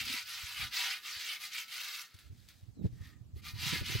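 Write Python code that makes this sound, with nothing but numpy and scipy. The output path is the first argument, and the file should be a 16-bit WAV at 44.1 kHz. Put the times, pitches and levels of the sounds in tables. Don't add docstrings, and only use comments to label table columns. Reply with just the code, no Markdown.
import sys
import numpy as np
from scipy import signal
from scipy.io import wavfile

SR = 44100
rng = np.random.default_rng(int(sys.argv[2]) if len(sys.argv) > 2 else 0)


def master_out(mix):
    frames = np.transpose(np.atleast_2d(mix))
    ceiling = np.clip(frames, -1, 1)
    pcm = np.round(ceiling * 32767).astype(np.int16)
    wavfile.write(sys.argv[1], SR, pcm)


N = 176400
T = np.arange(N) / SR

# frequency_hz, level_db
AIR_SPECTRUM = [(30, -14.5), (150, 6.5), (500, -0.5), (1500, -8), (4000, -9), (7500, -8.5), (10000, -20),
                (15000, -13)]
# frequency_hz, level_db
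RUMBLE_SPECTRUM = [(25, -22), (55, 3.5), (95, 6), (170, -5), (280, -11.5), (500, -40.5), (900, -50)]
# time_s, level_db
RUMBLE_ENVELOPE = [(0, -48.5), (.14, -64), (.22, -71.5), (.55, -67), (.65, -49), (.78, -77.5),
                   (2.05, -87.5), (2.28, -55.5), (2.55, -64), (2.75, -56.5), (2.86, -46), (3.1, -55),
                   (3.28, -56.5), (3.5, -52), (3.75, -46.5), (4, -44.5)]
# start_s, length_s, level_db
FAR_CHIRPS = [(2.56, 0.074, -74), (2.736, .12, -75)]
# start_s, peak_db, pitch_hz, relative_puff_db, left_minus_right_db
WIND_THUDS = [(.005, -49, 112, -19, 1), (0.061, -52, 235, -9, -2), (0.094, -44.5, 265, -10.5, -2),
              (0.136, -47, 243, -5, -2), (0.432, -43, 79, -25, -2), (0.593, -46.5, 122, -18, -27),
              (0.624, -44, 74.6, -28, -8), (0.66, -68, 137, -18, -9), (1.161, -53, 87, -16, 4),
              (2.141, -47, 89, -24, 3), (2.297, -40.5, 80, -23, -6), (2.321, -45, 110, -25, 1),
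              (2.624, -44, 97, -46, -3), (2.68, -41, 104, -31, -24.5), (2.763, -53, 258, -3, 3),
              (2.788, -40, 214, -11, -10), (2.808, -39.5, 182, -8.5, -11), (2.838, -26, 180, -15.5, -1.5),
              (2.848, -23.5, 101.6, -15, 0), (2.921, -41, 113, -28, 16), (3.003, -36, 95, -26, 0),
              (3.207, -42.5, 111, -34, -13), (3.332, -37, 84.6, -40, -3.5), (3.357, -36.5, 75.4, -20.5, -2),
              (3.532, -36.5, 105, -33, -1), (3.552, -38.5, 109, -25, -7), (3.626, -37, 119, -20, -27),
              (3.66, -34, 140, -18.5, -3), (3.724, -30.5, 160, -9.5, -9), (3.748, -42.5, 162, -2, 3),
              (3.808, -30.5, 97, -11, -1), (3.892, -36, 127, -10, -13), (3.916, -36.5, 105, -15.5, -8),
              (3.947, -24, 112, -20.5, -2.5)]

# start_s, end_s, rise_s, fall_s, level_db, swell_db, treble_db
SOIL_SWEEPS = [(2.20, 2.79, 0.22, 0.4, -67.5, 9, 0.5), (2.49, 2.58, 0.019, 0.065, -63, -2, -7.5),
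               (2.81, 2.9, 0.044, 0.045, -62.5, 9, -5.5), (2.87, 3.06, 0.059, 0.055, -71, 9, -1),
               (2.98, 3.19, 0.11, 0.17, -57, -6, -4.5)]
# frequency_hz, level_db
SOIL_SPECTRUM = [(300, -14), (800, -29), (1300, -5.5), (2000, 1.5), (2800, -3), (4000, 5), (6000, -2.5),
                 (7400, -5.5), (9000, -6.5), (15000, -8)]
# start_s, peak_db, t60_s
CLOD_BREAKS = [(2.142, -55, 0.051), (2.188, -56.5, 0.2), (2.486, -55, 0.11), (2.501, -62, 0.089)]
# start_s, end_s, rise_s, fall_s, level_db, swell_db
GATHER_STROKES = [(2.93, 3.26, 0.18, 0.27, -66, -8)]
# pitch_hz, level_db, t60_s
HOLLOW_MODES = [(1250, -7, 0.042), (1850, 3, 0.019), (3800, -19.5, 0.014)]

# start_s, end_s, rise_s, fall_s, level_db, swell_db, treble_db, ring_db
POT_STROKES = [(-.06, .07, .04, 0.063, -33.5, -4, -2.5, -6.5), (.02, .27, 0.048, 0.17, -35.5, 9.5, 2, -1),
               (.24, .62, 0.057, 0.044, -44.5, -4, 3.5, 1.5), (.56, .715, 0.043, 0.092, -39.5, -5, 1.5, -2),
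               (.595, .66, 0.035, 0.022, -38.5, 2, -4, 0), (.70, .87, 0.058, 0.078, -33, 6.5, 0, -5),
               (.79, 1.02, 0.052, .13, -34, -1.5, -1, -2.5),
               (1.01, 1.24, 0.072, 0.022, -43, -3.5, 2.5, 1.5),
               (1.18, 1.40, 0.031, 0.092, -38, 7, -1, -7.5), (1.385, 1.51, 0.033, 0.08, -45.5, 13, 9, 4),
               (1.49, 1.68, 0.085, 0.096, -37.5, -9, 0.5, -8.5),
               (1.665, 2.04, 0.078, 0.091, -41.5, -3, 2.5, -3.5),
               (1.96, 2.10, 0.021, 0.13, -53, -3, 22, 14.5),
               (2.03, 2.32, 0.036, 0.069, -66.5, -5.5, 5.5, 5.5),
               (3.345, 3.42, .025, 0.037, -70, 10.5, 14.5, 11.5),
               (3.41, 3.555, 0.097, 0.092, -44.5, -6.5, 4, 3), (3.55, 3.85, 0.16, 0.11, -35, -4.5, 2, 3),
               (3.82, 4.08, 0.077, .06, -38.5, 0, 0.5, 1.5)]
# start_s, end_s, rise_s, fall_s, level_db, swell_db, treble_db, ring_db
PALM_CONTACTS = [(-.1, 2.1, .05, .08, -55, -1.5, 3.5, -1), (3.49, 4.5, 0.13, .05, -54.5, 2.5, 6, 12)]
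# centre_s, half_length_s, level_db, pitch_hz
GRIT_JUDDERS = [(0.166, .03, -42, 2140), (0.573, 0.014, -44, 3000), (0.619, 0.015, -37.5, 2380),
                (0.843, 0.016, -44, 2200), (0.87, .03, -40.5, 2950), (1.313, 0.035, -44, 2940),
                (1.565, 0.022, -49, 2370)]
# frequency_hz, level_db
GRIT_SPECTRUM = [(300, -26.5), (620, -24.5), (900, -26.5), (1120, -32), (1400, -5.5), (1750, -5),
                 (2250, 3.5), (3200, 2), (4500, 1), (6000, -5), (8500, -14), (11500, -10.5), (15500, -13)]
# frequency_hz, side_minus_mid_db
SCRAPE_WIDTH = [(300, -4), (1000, -13), (2200, -12.5), (4500, -8), (8000, -7.5), (12000, -7)]
# pitch_hz, level_db, t60_s
WALL_MODES = [(775, -31.5, 0.084), (974, -25, 0.15), (1120, -42, 0.082), (1216.5, -19, 0.063),
              (1318, -23.5, 0.27), (1367, -22, 0.13), (1478, -20.5, 0.18), (1703, -18.5, 0.03),
              (1846, -20, 0.14), (2465, -50, 0.14), (2980, -26.5, 0.15), (3570, -21.5, 0.027),
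              (3900, -19, 0.055), (4630, -22.5, 0.085)]

AIR_DB, AIR_SIDE_DB, RUMBLE_SIDE_DB, RUMBLE_PAN_DB = -73, -1.5, -2, -5.5
CHIRP_FROM_HZ, CHIRP_TO_HZ, CHIRP_ROUGH_HZ = 4300, 3600, 90
THUD_RISE_S, PUFF_LOW_HZ, PUFF_HIGH_HZ, PORT_LAG_RAD = 0.0089, 157, 389, 1.6
GRIT_DB, GRAINS_PER_S, GRAIN_SPREAD_DB, JUDDER_T60_S = -2, 14000, 1.5, 0.011
CATCH_DB, CATCH_HZ, PRESSURE_DB, PRESSURE_HZ, PATCHY_DB = 1.23, 135, 0.4, 19, 2
SPEED_EXPONENT = 1.72
TREBLE_FROM_HZ, TREBLE_FULL_HZ = 2550, 7700
ECHO_DELAY_S, ECHO_SWING, ECHO_DRIFT_HZ, ECHO_DB = .0021, 0.119, 1.42, -6
MODE_WANDER_DB, RING_SIDE_DB = 5, -12.5
SHIMMER_DB, SHIMMER_T60_S, SHIMMER_LOW_HZ, SHIMMER_HIGH_HZ = -9, 0.065, 1895, 5094
CUTOFF_HZ = 15850


def from_db(db):
    return 10 ** (np.asarray(db) / 20)


def unit_rms(x):
    return x / np.sqrt(np.mean(x ** 2) + 1e-20)


def at_hz(points, hz):
    frequencies, levels = np.transpose(points)
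    return np.interp(np.log(hz), np.log(frequencies), levels)


def drift(hz):
    pole = np.exp(-40 * np.pi * hz / SR)
    slow = signal.lfilter([1], [1, -2 * pole, pole * pole], rng.standard_normal(N // 20 + 2002))[2000:]
    return np.interp(np.arange(N) / 20, np.arange(len(slow)), unit_rms(slow))


def band(x, low_hz, high_hz):
    return signal.sosfilt(signal.butter(2, [low_hz, high_hz], "band", fs=SR, output="sos"), x + 1e-18)


def resonator(x, hz, t60):
    r = np.exp(-np.log(1000) / (t60 * SR))
    return signal.lfilter([1 - r, 0, r - 1], [1, -2 * r * np.cos(2 * np.pi * hz / SR), r * r], x + 1e-18)


def stereo(pair, side_db):
    side = from_db(side_db)
    return np.array([pair[0] + side * pair[1], pair[0] - side * pair[1]]) / np.sqrt(1 + side ** 2)


def pan(db):
    return unit_rms(from_db([[db / 2], [-db / 2]]))


def coloured(sources, spectrum, width, patchy_db, treble_db=0):
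    edges = 20 * 2 ** (np.arange(30) / 3)
    out, power = 0, 0
    for k, (low, high) in enumerate(zip(edges, edges[1:])):
        hz = np.sqrt(low * high)
        if high < spectrum[0][0] or low > spectrum[-1][0]:
            continue
        part = stereo(band(sources[k % 2], low, high), at_hz(width, hz))
        part *= from_db(at_hz(spectrum, hz) + patchy_db * drift(PRESSURE_HZ))
        power += np.mean(part ** 2)
        tilt = np.clip(np.log(hz / TREBLE_FROM_HZ) / np.log(TREBLE_FULL_HZ / TREBLE_FROM_HZ), 0, 1)
        out += part * from_db(treble_db * tilt)
    return out / np.sqrt(power)


def air():
    rumble = coloured(rng.standard_normal((2, 2, N)), RUMBLE_SPECTRUM, [(100, RUMBLE_SIDE_DB)],
                      patchy_db=0.5)
    hush = coloured(rng.standard_normal((2, 2, N)), AIR_SPECTRUM, [(100, AIR_SIDE_DB)], patchy_db=2.2)
    envelope = from_db(np.interp(T, *np.transpose(RUMBLE_ENVELOPE)))
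    return rumble * pan(RUMBLE_PAN_DB) * envelope + from_db(AIR_DB) * hush


def chirps():
    out = 0
    for start, length, db in FAR_CHIRPS:
        progress = np.clip((T - start) / length, 0, 1)
        hz = CHIRP_FROM_HZ + (CHIRP_TO_HZ - CHIRP_FROM_HZ) * progress + CHIRP_ROUGH_HZ * drift(200)
        out += from_db(db) * np.sin(np.pi * progress) * np.sin(2 * np.pi * np.cumsum(hz) / SR)
    return out


def wind_thuds():
    out = np.zeros((2, N))
    noise = band(rng.standard_normal((2, N)), PUFF_LOW_HZ, PUFF_HIGH_HZ)
    puff = stereo(unit_rms(band(noise, 40, 600)), RUMBLE_SIDE_DB)
    for start, db, hz, puff_db, pan_db in WIND_THUDS:
        age = np.maximum(T - start, 0)
        envelope = (age / THUD_RISE_S * np.exp(1 - np.minimum(age / THUD_RISE_S, 20))) ** 2
        cycles = np.sin(2 * np.pi * hz * age + np.array([[-.5], [.5]]) * PORT_LAG_RAD)
        out += from_db(db) * pan(pan_db) * envelope * (cycles + from_db(puff_db) * puff)
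    return out


def grains(per_s, spread_db):
    shape = (2, 2, N)
    sizes = from_db(spread_db * np.minimum(rng.exponential(1, shape), 5)) * rng.choice([-1, 1], shape)
    slips = rng.random(shape) < per_s / SR
    grip = from_db(CATCH_DB * drift(CATCH_HZ) + PRESSURE_DB * drift(PRESSURE_HZ))
    return unit_rms(sizes * slips * grip)


def motion(strokes):
    powers = []
    for start, end, rise, fall, db, swell_db, *_ in strokes:
        speeding_up = np.sin(np.pi / 2 * np.clip((T - start) / rise, 0, 1))
        slowing_down = np.sin(np.pi / 2 * np.clip((end - T) / fall, 0, 1))
        from_centre = np.clip((T - (start + end) / 2) / (end - start), -.5, .5)
        amplitude = (speeding_up * slowing_down) ** SPEED_EXPONENT * from_db(db + swell_db * from_centre)
        powers.append(amplitude ** 2)
    total = np.sum(powers, axis=0) + 1e-16
    tone_columns = np.array(strokes)[:, 6:].T
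    return np.sqrt(total), tone_columns @ np.array(powers) / total


def scooping():
    gain, (treble_db,) = motion(SOIL_SWEEPS)
    for start, db, t60 in CLOD_BREAKS:
        gain += (T >= start) * from_db(db) * np.exp(-np.log(1000) * np.abs(T - start) / t60)
    soil = grains(per_s=11000, spread_db=3.0)
    return gain * coloured(soil, SOIL_SPECTRUM, SCRAPE_WIDTH, patchy_db=1.0, treble_db=treble_db)


def gathering():
    gain, _ = motion(GATHER_STROKES)
    soil = grains(per_s=3000, spread_db=2)[0]
    rasp = sum(from_db(db) * unit_rms(resonator(soil, hz, t60)) for hz, db, t60 in HOLLOW_MODES)
    return gain * stereo(rasp, RING_SIDE_DB)


def judders():
    grit = grains(GRAINS_PER_S, GRAIN_SPREAD_DB)[0]
    out = 0
    for centre, half_length, db, hz in GRIT_JUDDERS:
        envelope = from_db(db) * np.exp(-((T - centre) / half_length) ** 2)
        out += envelope * unit_rms(resonator(grit, hz, JUDDER_T60_S))
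    return stereo(out, RING_SIDE_DB)


def with_reflection(direct):
    delay = ECHO_DELAY_S * np.exp(ECHO_SWING * drift(ECHO_DRIFT_HZ))
    echo = np.array([np.interp(T - delay, T, channel) for channel in direct])
    return (direct + from_db(ECHO_DB) * echo) / np.hypot(1, from_db(ECHO_DB))


def pot_wall(drive):
    modes = 0
    for hz, db, t60 in WALL_MODES:
        mode = resonator(band(drive, hz / 1.15, hz * 1.15), hz, t60)
        mode *= np.sqrt(t60 * SR / np.log(1000))
        modes += mode * from_db(db + MODE_WANDER_DB * np.tanh(drift(2.2)))
    pitches = np.geomspace(SHIMMER_LOW_HZ, SHIMMER_HIGH_HZ, num=40) * rng.uniform(.985, 1.015, size=40)
    shimmer = sum(resonator(drive, hz, SHIMMER_T60_S) * rng.choice([-1, 1]) for hz in pitches)
    shimmer *= np.sqrt(SHIMMER_T60_S * SR / np.log(1000) / len(pitches))
    return stereo(modes + from_db(SHIMMER_DB) * shimmer, RING_SIDE_DB)


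def scouring():
    gain, (treble_db, ring_db) = motion(POT_STROKES + PALM_CONTACTS)
    grit = grains(GRAINS_PER_S, GRAIN_SPREAD_DB)
    hiss = with_reflection(coloured(grit, GRIT_SPECTRUM, SCRAPE_WIDTH, PATCHY_DB, treble_db))
    drive = grains(GRAINS_PER_S, GRAIN_SPREAD_DB)[0] * gain * from_db(ring_db)
    return gain * from_db(GRIT_DB) * hiss + pot_wall(drive)


def scene():
    return scouring() + judders() + scooping() + gathering() + chirps() + wind_thuds() + air()


def record(dry):
    return signal.sosfilt(signal.ellip(16, .1, 70, CUTOFF_HZ, fs=SR, output="sos"), dry)


dry = scene()
out = record(dry)
master_out(out)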